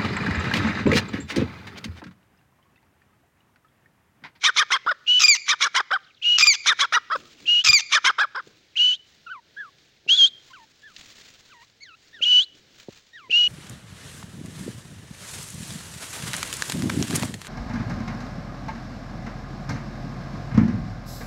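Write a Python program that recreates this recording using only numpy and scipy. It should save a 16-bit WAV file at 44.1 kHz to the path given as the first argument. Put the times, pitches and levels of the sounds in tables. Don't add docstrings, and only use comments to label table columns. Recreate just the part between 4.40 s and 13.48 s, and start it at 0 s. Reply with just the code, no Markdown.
import sys
import numpy as np
from scipy import signal
from scipy.fft import rfft, irfft, next_fast_len
from scipy.io import wavfile

SR = 44100
rng = np.random.default_rng(int(sys.argv[2]) if len(sys.argv) > 2 else 0)


def to_wav(s):
    ch = np.atleast_2d(s).T
    pcm = np.round(np.clip(ch, -1, 1) * 32767)
    wavfile.write(sys.argv[1], SR, pcm.astype(np.int16))


N = 400428
CUTOFF_HZ = 15900


def from_db(db):
    return 10 ** (np.asarray(db) / 20)


def unit_power(x):
    return x / np.sqrt(np.mean(x ** 2) + 1e-20)


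def along(rows, at):
    first, *columns = np.transpose(rows)
    return [np.interp(at, first, column) for column in columns]


def at_hz(spectrum, hz):
    f, db = np.transpose(spectrum)
    return np.interp(np.log(np.maximum(hz, 1)), np.log(f), db)


def noise(spectrum, size):
    padded = next_fast_len(size)
    gain = from_db(at_hz(spectrum, np.fft.rfftfreq(padded, 1 / SR)))
    white = rfft(rng.standard_normal(size), padded)
    return unit_power(irfft(white * gain, padded)[:size])


def wander(rate_hz, size):
    steps = np.arange(size) * rate_hz / SR
    return unit_power(np.interp(steps, np.arange(size), rng.standard_normal(size)))


def span(start, end):
    return np.arange(int(start * SR), int(end * SR)) / SR


def ramp(t, start, length):
    return np.clip((t - start) / max(length, 1e-4), 0, 1)


def fade_ends(t, fade_s):
    return np.clip(np.minimum(t - t[0], t[-1] - t) / fade_s, 0, 1)


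def phase_of(pitch):
    return 2 * np.pi * np.cumsum(pitch) / SR


def add(out, start, sound):
    i = max(int(start * SR), 0)
    k = np.arange(len(sound))
    edge = np.minimum(np.minimum(k, k[::-1]) / 40, 1)
    out[i:i + len(sound)] += (sound * edge)[:max(N - i, 0)]


# f/Hz, level/dB
AIR_COLOUR = [(30, -17.5), (70, -6), (130, -3), (200, -7.5), (400, -8), (750, -14.5), (1100, -20),
              (1700, -11), (2700, -14), (3800, -9.5), (6500, -19), (8500, -32), (12000, -42.5),
              (15500, -29.5)]


def open_air():
    return from_db(-62.2 + 1.6 * wander(8, N)) * noise(AIR_COLOUR, N)


# start t/s, end t/s, highest level/dB
SONG_PHRASES = [(0, .7, -59), (1.55, 1.85, -54.5), (2.2, 3.1, -56), (3.8, 5.6, -66)]


def songbird(low_hz=2800, high_hz=5500, fall=.37, notes_per_s=85, note_s=.016):
    out = np.zeros(N)
    for start, end, level_db in SONG_PHRASES:
        slots = np.arange(start, end, 1 / notes_per_s)
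        for slot, (late, length, height, strength) in zip(slots, rng.random(size=(200, 4))):
            progress = np.linspace(0, 1, int(note_s * (.5 + length) * SR))
            first_hz = low_hz + height * (high_hz - low_hz)
            pitch = first_hz * (1 - fall * np.sin(progress * np.pi / 2))
            swell = strength * from_db(level_db) * np.sin(np.pi * progress)
            add(out, slot + late / notes_per_s, np.sqrt(2) * swell * np.sin(phase_of(pitch)))
    return out


# f/Hz, level/dB
OPEN_BEAK = [(350, -32), (750, -24), (1200, -5.5), (1800, -5), (2300, 8.5), (2700, -7), (3200, 2.5),
             (4100, 1), (4600, -10.5), (5100, -3), (6200, -1), (8100, -28), (10000, -26), (12000, -47)]


def throat_hiss(effort, size):
    return from_db(-33) * effort ** 4 * np.linspace(0, 1, size) * noise(OPEN_BEAK, size)


def voice_box(pitch, halves, throat_db, count, flutter_db):
    multiple = np.arange(1, count + 1)[:, None] / 2
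    hz = multiple * pitch
    flutter = flutter_db * np.array([wander(130, len(pitch)) for _ in multiple])
    gain = from_db(throat_db(hz) + flutter) * np.where(multiple % 1 > 0, halves, 1) * (hz < CUTOFF_HZ)
    tones = gain * np.cos(multiple * phase_of(pitch) + 2 * np.pi * rng.random((count, 1)))
    return np.sum(tones, axis=0) / np.sqrt(np.sum(gain ** 2, axis=0) / 2 + 1e-12)


# f/Hz, level/dB
SHUT_BEAK = [(200, -38), (330, -15), (520, -15), (760, -19), (1020, -2), (1400, 10), (1750, -7),
             (2200, -23), (2800, -29), (3350, -14), (4400, -34), (5100, -20.5), (6000, -47), (8600, -49),
             (12000, -68)]
BARK_SHAPE = [(0, .48, -12, .4, 1.0, .3, 0.04), (.1, .64, -3.5, 0.8, 1, .2, 0.02),
              (.3, .87, 0, 0.97, 0.55, 0.3, 0.01), (.5, 0.97, 0, 0.85, .41, .5, .1),
              (.68, .92, -3, 0.4, .3, 0.8, .95), (.85, .76, -2, .35, .6, .8, 0.85),
              (1, .62, -18, .3, 0.8, .6, 0.4)]
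# start t/s, length t/s, top pitch f/Hz, level/dB, effort from 0 to 1
BARK_CALLS = [(0.032, 0.074, 1307, -16, 1.0), (0.161, 0.077, 1286, -15.5, 0.89),
              (.304, 0.072, 1129, -16.5, 0.7), (.463, 0.067, 770, -18, 0.09),
              (1.079, 0.07, 1293, -16.5, 1.0), (1.205, 0.076, 1205, -16, 0.87),
              (1.344, 0.073, 1113, -17, 0.71), (1.506, 0.069, 827, -18.5, 0.14),
              (2.259, 0.076, 1348, -15.5, 0.99), (2.389, 0.071, 1194, -16.5, 0.87),
              (2.523, 0.064, 1030, -16, 0.6), (2.700, 0.071, 691, -21, 0.06),
              (3.516, 0.075, 1288, -15, 0.98), (3.642, 0.071, 1145, -14.5, 0.79),
              (3.781, 0.074, 885.5, -16.5, 0.32), (3.947, .064, 556, -27.5, 0)]


def barks(jitter=.05, waver=.015, shimmer_db=2, rasp=.55, breath=.07, hiss_lead_s=.025):
    out = np.zeros(N)
    for start, length, top_hz, level_db, effort in BARK_CALLS:
        lead_in = span(start - hiss_lead_s, start + .0049)
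        add(out, lead_in[0], throat_hiss(effort, len(lead_in)))
        t = span(start, start + length)
        size = len(t)
        bend, swell_db, opening, rough, halves, upper = along(BARK_SHAPE, (t - start) / length)
        opening = opening * effort
        upper = np.clip(upper * (2 * effort - .8), 0, .95)
        rough = rough * (.5 + .5 * effort)
        wobble = jitter * rough * wander(900, size) + waver * effort * wander(140, size)
        pitch = top_hz * bend * (1 + wobble)
        throat_db = lambda hz: (1 - opening) * at_hz(SHUT_BEAK, hz) + opening * at_hz(OPEN_BEAK, hz)
        low = voice_box(pitch, halves * effort ** 2, throat_db, count=44, flutter_db=5)
        high = voice_box(1.5 * pitch, 0, throat_db, count=16, flutter_db=5)
        tone = np.sqrt(1 - upper) * low + np.sqrt(upper) * high
        air = unit_power((1 - opening) * noise(SHUT_BEAK, size) + opening ** 2 * noise(OPEN_BEAK, size))
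        air_share = np.clip(rasp * rough ** 2 + breath * effort, 0, .95)
        voice = np.sqrt(1 - air_share) * tone + np.sqrt(air_share) * air
        flutter_db = shimmer_db * rough * wander(600, size)
        add(out, start, from_db(level_db + swell_db + flutter_db) * voice)
    return out


# delay t/s, relative level/dB
ECHO_FADE = [(.004, 4.5), (.03, 4.5), (.08, -3.5), (.14, -2), (.17, -10.5), (.23, -24), (.45, -36),
             (.8, -50)]
# f/Hz, level/dB
ECHO_TONE = [(300, -4), (1000, -6), (1600, -5), (2300, 4.5), (3000, -4), (4500, 0), (6500, -5), (7400, -4),
             (8300, -16), (15000, -30.5)]


def field_echo(calls, echo_db):
    t = span(0, 1)
    fade_db, = along(ECHO_FADE, t)
    scatter = noise(ECHO_TONE, len(t)) * from_db(fade_db) * (t > ECHO_FADE[0][0])
    return from_db(echo_db) * signal.fftconvolve(calls, scatter / np.linalg.norm(scatter))[:N]


def knocks(rows, band_hz, decay_s):
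    out, t = np.zeros(N), span(0, .08)
    band = signal.butter(4, band_hz, "band", fs=SR, output="sos")
    for start, peak_db in rows:
        burst = signal.sosfilt(band, rng.standard_normal(len(t)) * np.exp(-t / decay_s))
        add(out, start, from_db(peak_db) * burst / np.abs(burst).max())
    return out


# t/s, peak level/dB
LOW_BUMPS = [(0.449, -48), (4.07, -41), (5.663, -40), (7.804, -40), (8.484, -26.5), (8.895, -35)]


def bumps():
    return knocks(LOW_BUMPS, band_hz=(100, 560), decay_s=.004)


def whistle_shape(t, row, settle_s=.019, break_s=.005):
    start, crack, release, end, scoop_db, entry_hz, held_hz, last_hz, level_db, swell_s, sag = row
    scoop_hz = entry_hz * (.9 + .32 * ramp(t, start, crack - start))
    opening_db = scoop_db - 20 * (1 - ramp(t, start, min(.014, crack - start)))
    held_s = np.maximum(t - crack, 0)
    closing = ramp(t, release, end - release)
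    flick_hz = (last_hz - held_hz) * closing ** 2
    note_hz = held_hz + (entry_hz - held_hz) * np.exp(-held_s / settle_s) + flick_hz
    note_db = level_db - 12 * np.exp(-held_s / swell_s) - sag * held_s - 29 * closing ** 1.6
    broken = ramp(t, crack - break_s / 2, break_s)
    dip_db = 4 * np.exp(-((t - crack) / break_s) ** 2)
    pitch = scoop_hz + broken * (note_hz - scoop_hz)
    return pitch, opening_db + broken * (note_db - opening_db) - dip_db


# f/Hz, level/dB
BREATH_COLOUR = [(1150, -41), (1480, -8), (2100, -23), (2600, -14.5), (3200, -11), (4200, -2), (5300, -14),
                 (6700, -10.5), (7700, -24), (8700, -37), (11000, -42), (15000, -49)]
# start t/s, voice break t/s, fade from t/s, end t/s, scoop level/dB,
# entry f/Hz, held f/Hz, last f/Hz, note level/dB, swell t/s, sag/(dB per s)
WHISTLE_CALLS = [(.662, .675, .787, .801, -27, 2740, 2990, 3020, -14.8, .006, 5),
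                 (1.815, 1.838, 1.966, 1.98, -29, 2720, 2905, 2860, -15, .018, 14),
                 (3.055, 3.073, 3.19, 3.236, -26, 2730, 2890, 3500, -14.3, .009, 24),
                 (4.356, 4.386, 4.53, 4.568, -21.5, 2760, 2975, 3950, -7.3, .04, 90),
                 (5.676, 5.686, 5.738, 5.785, -28, 2600, 3370, 3700, -11.5, .007, 55),
                 (5.757, 5.766, 5.846, 5.888, -26, 3700, 3185, 4100, -11.3, .02, 0),
                 (7.813, 7.847, 7.983, 8.05, -16.5, 2800, 2975, 4300, -11.6, .045, 0),
                 (8.898, 8.921, 9.075, 9.08, -20, 2600, 2900, 2930, -12, .017, 40)]


def whistles(full_db=-15, octave_db=-28.5, air_db=-38, waver_hz=110):
    out = np.zeros(N)
    for row in WHISTLE_CALLS:
        t = span(row[0], row[3])
        size = len(t)
        pitch, level_db = whistle_shape(t, row)
        pitch = pitch * (1 + .006 * wander(waver_hz, size))
        level_db = level_db + .7 * wander(waver_hz, size)
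        weak = np.clip((full_db - level_db) / 15, 0, 1)
        blow_db = .0136 * (np.median(pitch) - 2950)
        jitter = (.005 + .03 * weak ** 2) * wander(2000, size)
        phase = phase_of(pitch * (1 + jitter))
        tone = np.sqrt(2) * (np.sin(phase) + from_db(octave_db + blow_db) * np.sin(2 * phase))
        shake = 1 + from_db(-22 + 16 * weak) * wander(900, size)
        rush_db = air_db + blow_db + .45 * (level_db - full_db)
        air = fade_ends(t, fade_s=.016) * from_db(rush_db) * noise(BREATH_COLOUR, size)
        add(out, t[0], from_db(level_db) * shake * tone + air)
    return out


def screech_shape(t, marks, held_hz=2418, sharp_hz=260, drop_hz=410, flip_s=.005, push_s=.0015):
    start, lock, unlock, relock, sunk, _ = marks

    def clear(lead_s):
        return sum(ramp(t, on - lead_s, flip_s) - ramp(t, off - flip_s / 2, flip_s)
                   for on, off in ((lock, unlock), (relock, sunk)))

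    sink_hz = drop_hz * (np.maximum(t - relock, 0) / (sunk - relock)) ** 2
    pitch = held_hz + sharp_hz * (1 - ramp(t, start, lock - start)) - sink_hz
    rasp_db = np.select([t < (lock + unlock) / 2, t < (relock + sunk) / 2], [-16.5, -24.5], -25.5)
    clear_db = -10.2 - .026 * sink_hz
    pushed = clear(flip_s / 4 + push_s)
    fade_in_db = -12 * (1 - ramp(t, start, .008))
    level_db = (1 - pushed) * rasp_db + pushed * clear_db + fade_in_db
    rough = np.clip(1 - .94 * clear(flip_s / 4), 0, 1)
    return pitch, level_db, rough


# f/Hz, level/dB
SCREECH_COLOUR = [(500, -36), (1250, -6), (1750, -7.5), (2400, 0), (3600, 0.5), (4100, -8), (4850, 0),
                  (6300, -2.5), (7300, -11.5), (8200, -28), (10800, -45), (12100, -39), (13300, -53),
                  (14600, -28), (16000, -46)]
# start t/s, first clear tone from t/s, to t/s, second from t/s, to t/s,
# end t/s, microphone thump level/dB
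SCREECH_CALLS = [(0.793, 0.838, .861, .881, .950, .970, -59.5),
                 (1.978, 2.025, 2.045, 2.070, 2.133, 2.156, -48.5),
                 (3.239, 3.289, 3.310, 3.332, 3.387, 3.411, -38)]


def screeches(jitter=.045, rasp=.61, shimmer_db=2.4):
    out = np.zeros(N)
    throat_db = lambda hz: at_hz(SCREECH_COLOUR, hz)
    for *marks, thump_db in SCREECH_CALLS:
        t = span(marks[0], marks[-1])
        size = len(t)
        pitch, level_db, rough = screech_shape(t, marks)
        pitch = pitch * (1 + jitter * rough * wander(900, size))
        halves = .038 + .8 * rough ** 2
        tone = voice_box(pitch, halves, throat_db, count=16, flutter_db=2 + 1.4 * rough)
        air_gain = rasp * rough
        flutter_db = shimmer_db * rough * wander(450, size)
        voice = np.sqrt(1 - air_gain ** 2) * tone + air_gain * noise(SCREECH_COLOUR, size)
        add(out, marks[0], from_db(level_db + flutter_db) * voice)
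        thump = noise([(30, -21), (80, 1.5), (160, -.5), (300, -18.5), (1500, -60)], size)
        stage = np.interp(t, marks, np.arange(len(marks)))
        add(out, marks[0], from_db(thump_db - 12 * np.abs(stage - 1.5)) * thump)
    return out


# t/s, relative peak level/dB
STALK_SNAPS = [(2.6738, -47), (4.0238, -44), (5.3837, -44), (6.5635, -25), (6.8174, -37), (7.673, -42),
               (8.15, -44)]


def snapping_stalks():
    return from_db(-2) * knocks(STALK_SNAPS, band_hz=(2000, 5500), decay_s=.0036)


def movements(rows, attack_s=.05):
    t = np.arange(N) / SR
    power = np.zeros(N)
    for peak_s, decay_s, level_db in rows:
        distance = np.maximum((peak_s - t) / attack_s, (t - peak_s) / decay_s)
        power += (from_db(level_db) * np.exp(-np.minimum(distance, 20))) ** 2
    return np.sqrt(power)


# peak t/s, dying away t/s, level/dB
FOOT_SHUFFLES = [(2.78, .14, -53.5), (3.04, .06, -55), (4.08, .1, -60), (5.7, .05, -58), (7.84, .06, -61),
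                 (8.15, .12, -62), (8.9, .06, -57)]
# f/Hz, level/dB
SOIL_COLOUR = [(40, -18), (110, -4), (200, -2), (330, 0), (550, -8), (900, -24), (2000, -45)]


def shuffling_feet():
    return movements(FOOT_SHUFFLES) * noise(SOIL_COLOUR, N)


# peak t/s, dying away t/s, relative level/dB
LEAF_BRUSHES = [(2.81, .04, -53), (2.92, .03, -53), (3.03, .04, -53), (4.08, .15, -61), (4.68, .1, -62),
                (5.42, .12, -65), (6.04, .25, -58), (6.42, .12, -60), (6.6, .25, -50), (6.8, .25, -53),
                (7.2, .08, -62), (7.62, .15, -61), (7.9, .12, -56), (8.16, .06, -60), (8.38, .2, -56),
                (8.53, .2, -56.5)]
# f/Hz, level/dB
LEAF_COLOUR = [(200, -2), (900, -9), (1800, -2), (4200, 0.5), (5500, -4), (7000, -4), (8000, -14),
               (9500, -23), (13500, -38), (15500, -13)]


def rustling_leaves(grain_hz=250, clump_hz=35):
    crinkle_db = 1.7 + 2.5 * wander(grain_hz, N) + 2 * wander(clump_hz, N)
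    return from_db(crinkle_db) * movements(LEAF_BRUSHES) * noise(LEAF_COLOUR, N)


# start t/s, top t/s, end t/s, first f/Hz, top f/Hz, low f/Hz, fall t/s,
# closing lift f/Hz, relative level/dB, fade/dB, overtone level/dB
PEEP_CALLS = [(4.86, 4.872, 4.898, 1340, 1410, 1200, .018, 0, -38.5, 1, -12),
              (4.89, 4.915, 5.003, 1220, 1536, 900, .043, 0, -34, 14, -12),
              (5.163, 5.2, 5.3, 1470, 1720, 1000, .06, 0, -33, 21, -22),
              (6.098, 6.105, 6.132, 1070, 1080, 990, .015, 0, -52, 1, -8),
              (6.127, 6.141, 6.253, 1050, 1540, 895, .034, 0, -43, 12, -8),
              (6.425, 6.46, 6.535, 1640, 1750, 1050, .052, 0, -45.5, 18, -14),
              (7.09, 7.107, 7.245, 1250, 1558, 935, .027, 400, -52.5, 3, -2.5),
              (7.402, 7.425, 7.558, 1934, 2236, 1220, .057, 260, -47.5, 6, -2),
              (7.725, 7.745, 7.815, 1605, 1874, 1200, .055, 0, -47, 5, -6.5),
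              (8.728, 8.75, 8.885, 1790, 1890, 980, .056, 0, -43, 11, -6)]


def peeps(gain_db=-1, shimmer_db=1.8, waver_hz=90, lift_s=.028):
    out = np.zeros(N)
    for row in PEEP_CALLS:
        start, top, end, first_hz, top_hz, low_hz, fall_s, lift_hz, top_db, fade_db, reedy_db = row
        t = span(start, end)
        size = len(t)
        rising = (1 - ramp(t, start, top - start)) ** 2
        fallen = 1 - np.exp(-(np.maximum(t - top, 0) / fall_s) ** 1.7)
        lifted = ramp(t, end - lift_s, lift_s) ** 2
        pitch = top_hz + (first_hz - top_hz) * rising + (low_hz - top_hz) * fallen + lift_hz * lifted
        wobble = .013 * wander(710, size) + .008 * wander(waver_hz, size)
        phase = phase_of(pitch * (1 + wobble))
        overtones = np.sin(2 * phase) + from_db(reedy_db / 2 - 9) * np.sin(3 * phase)
        tone = np.sin(phase) + from_db(reedy_db + 3 * wander(waver_hz, size)) * overtones
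        level_db = gain_db + top_db - 9 * rising - fade_db * fallen + shimmer_db * wander(150, size)
        add(out, t[0], np.sqrt(2) * from_db(level_db) * fade_ends(t, fade_s=.009) * tone)
    return out


def scene():
    background = open_air() + songbird()
    bark, thin_calls, screech = barks(), whistles() + peeps(), screeches()
    echo = field_echo(bark, -31) + field_echo(thin_calls, -34.3) + field_echo(screech, -26)
    small_noises = bumps() + snapping_stalks() + shuffling_feet() + rustling_leaves()
    return (background + bark + thin_calls + screech + echo + small_noises)[None]


def record(dry):
    return signal.sosfilt(signal.ellip(10, .1, 80, CUTOFF_HZ, fs=SR, output="sos"), dry)


dry = scene()
out = record(dry)
to_wav(out)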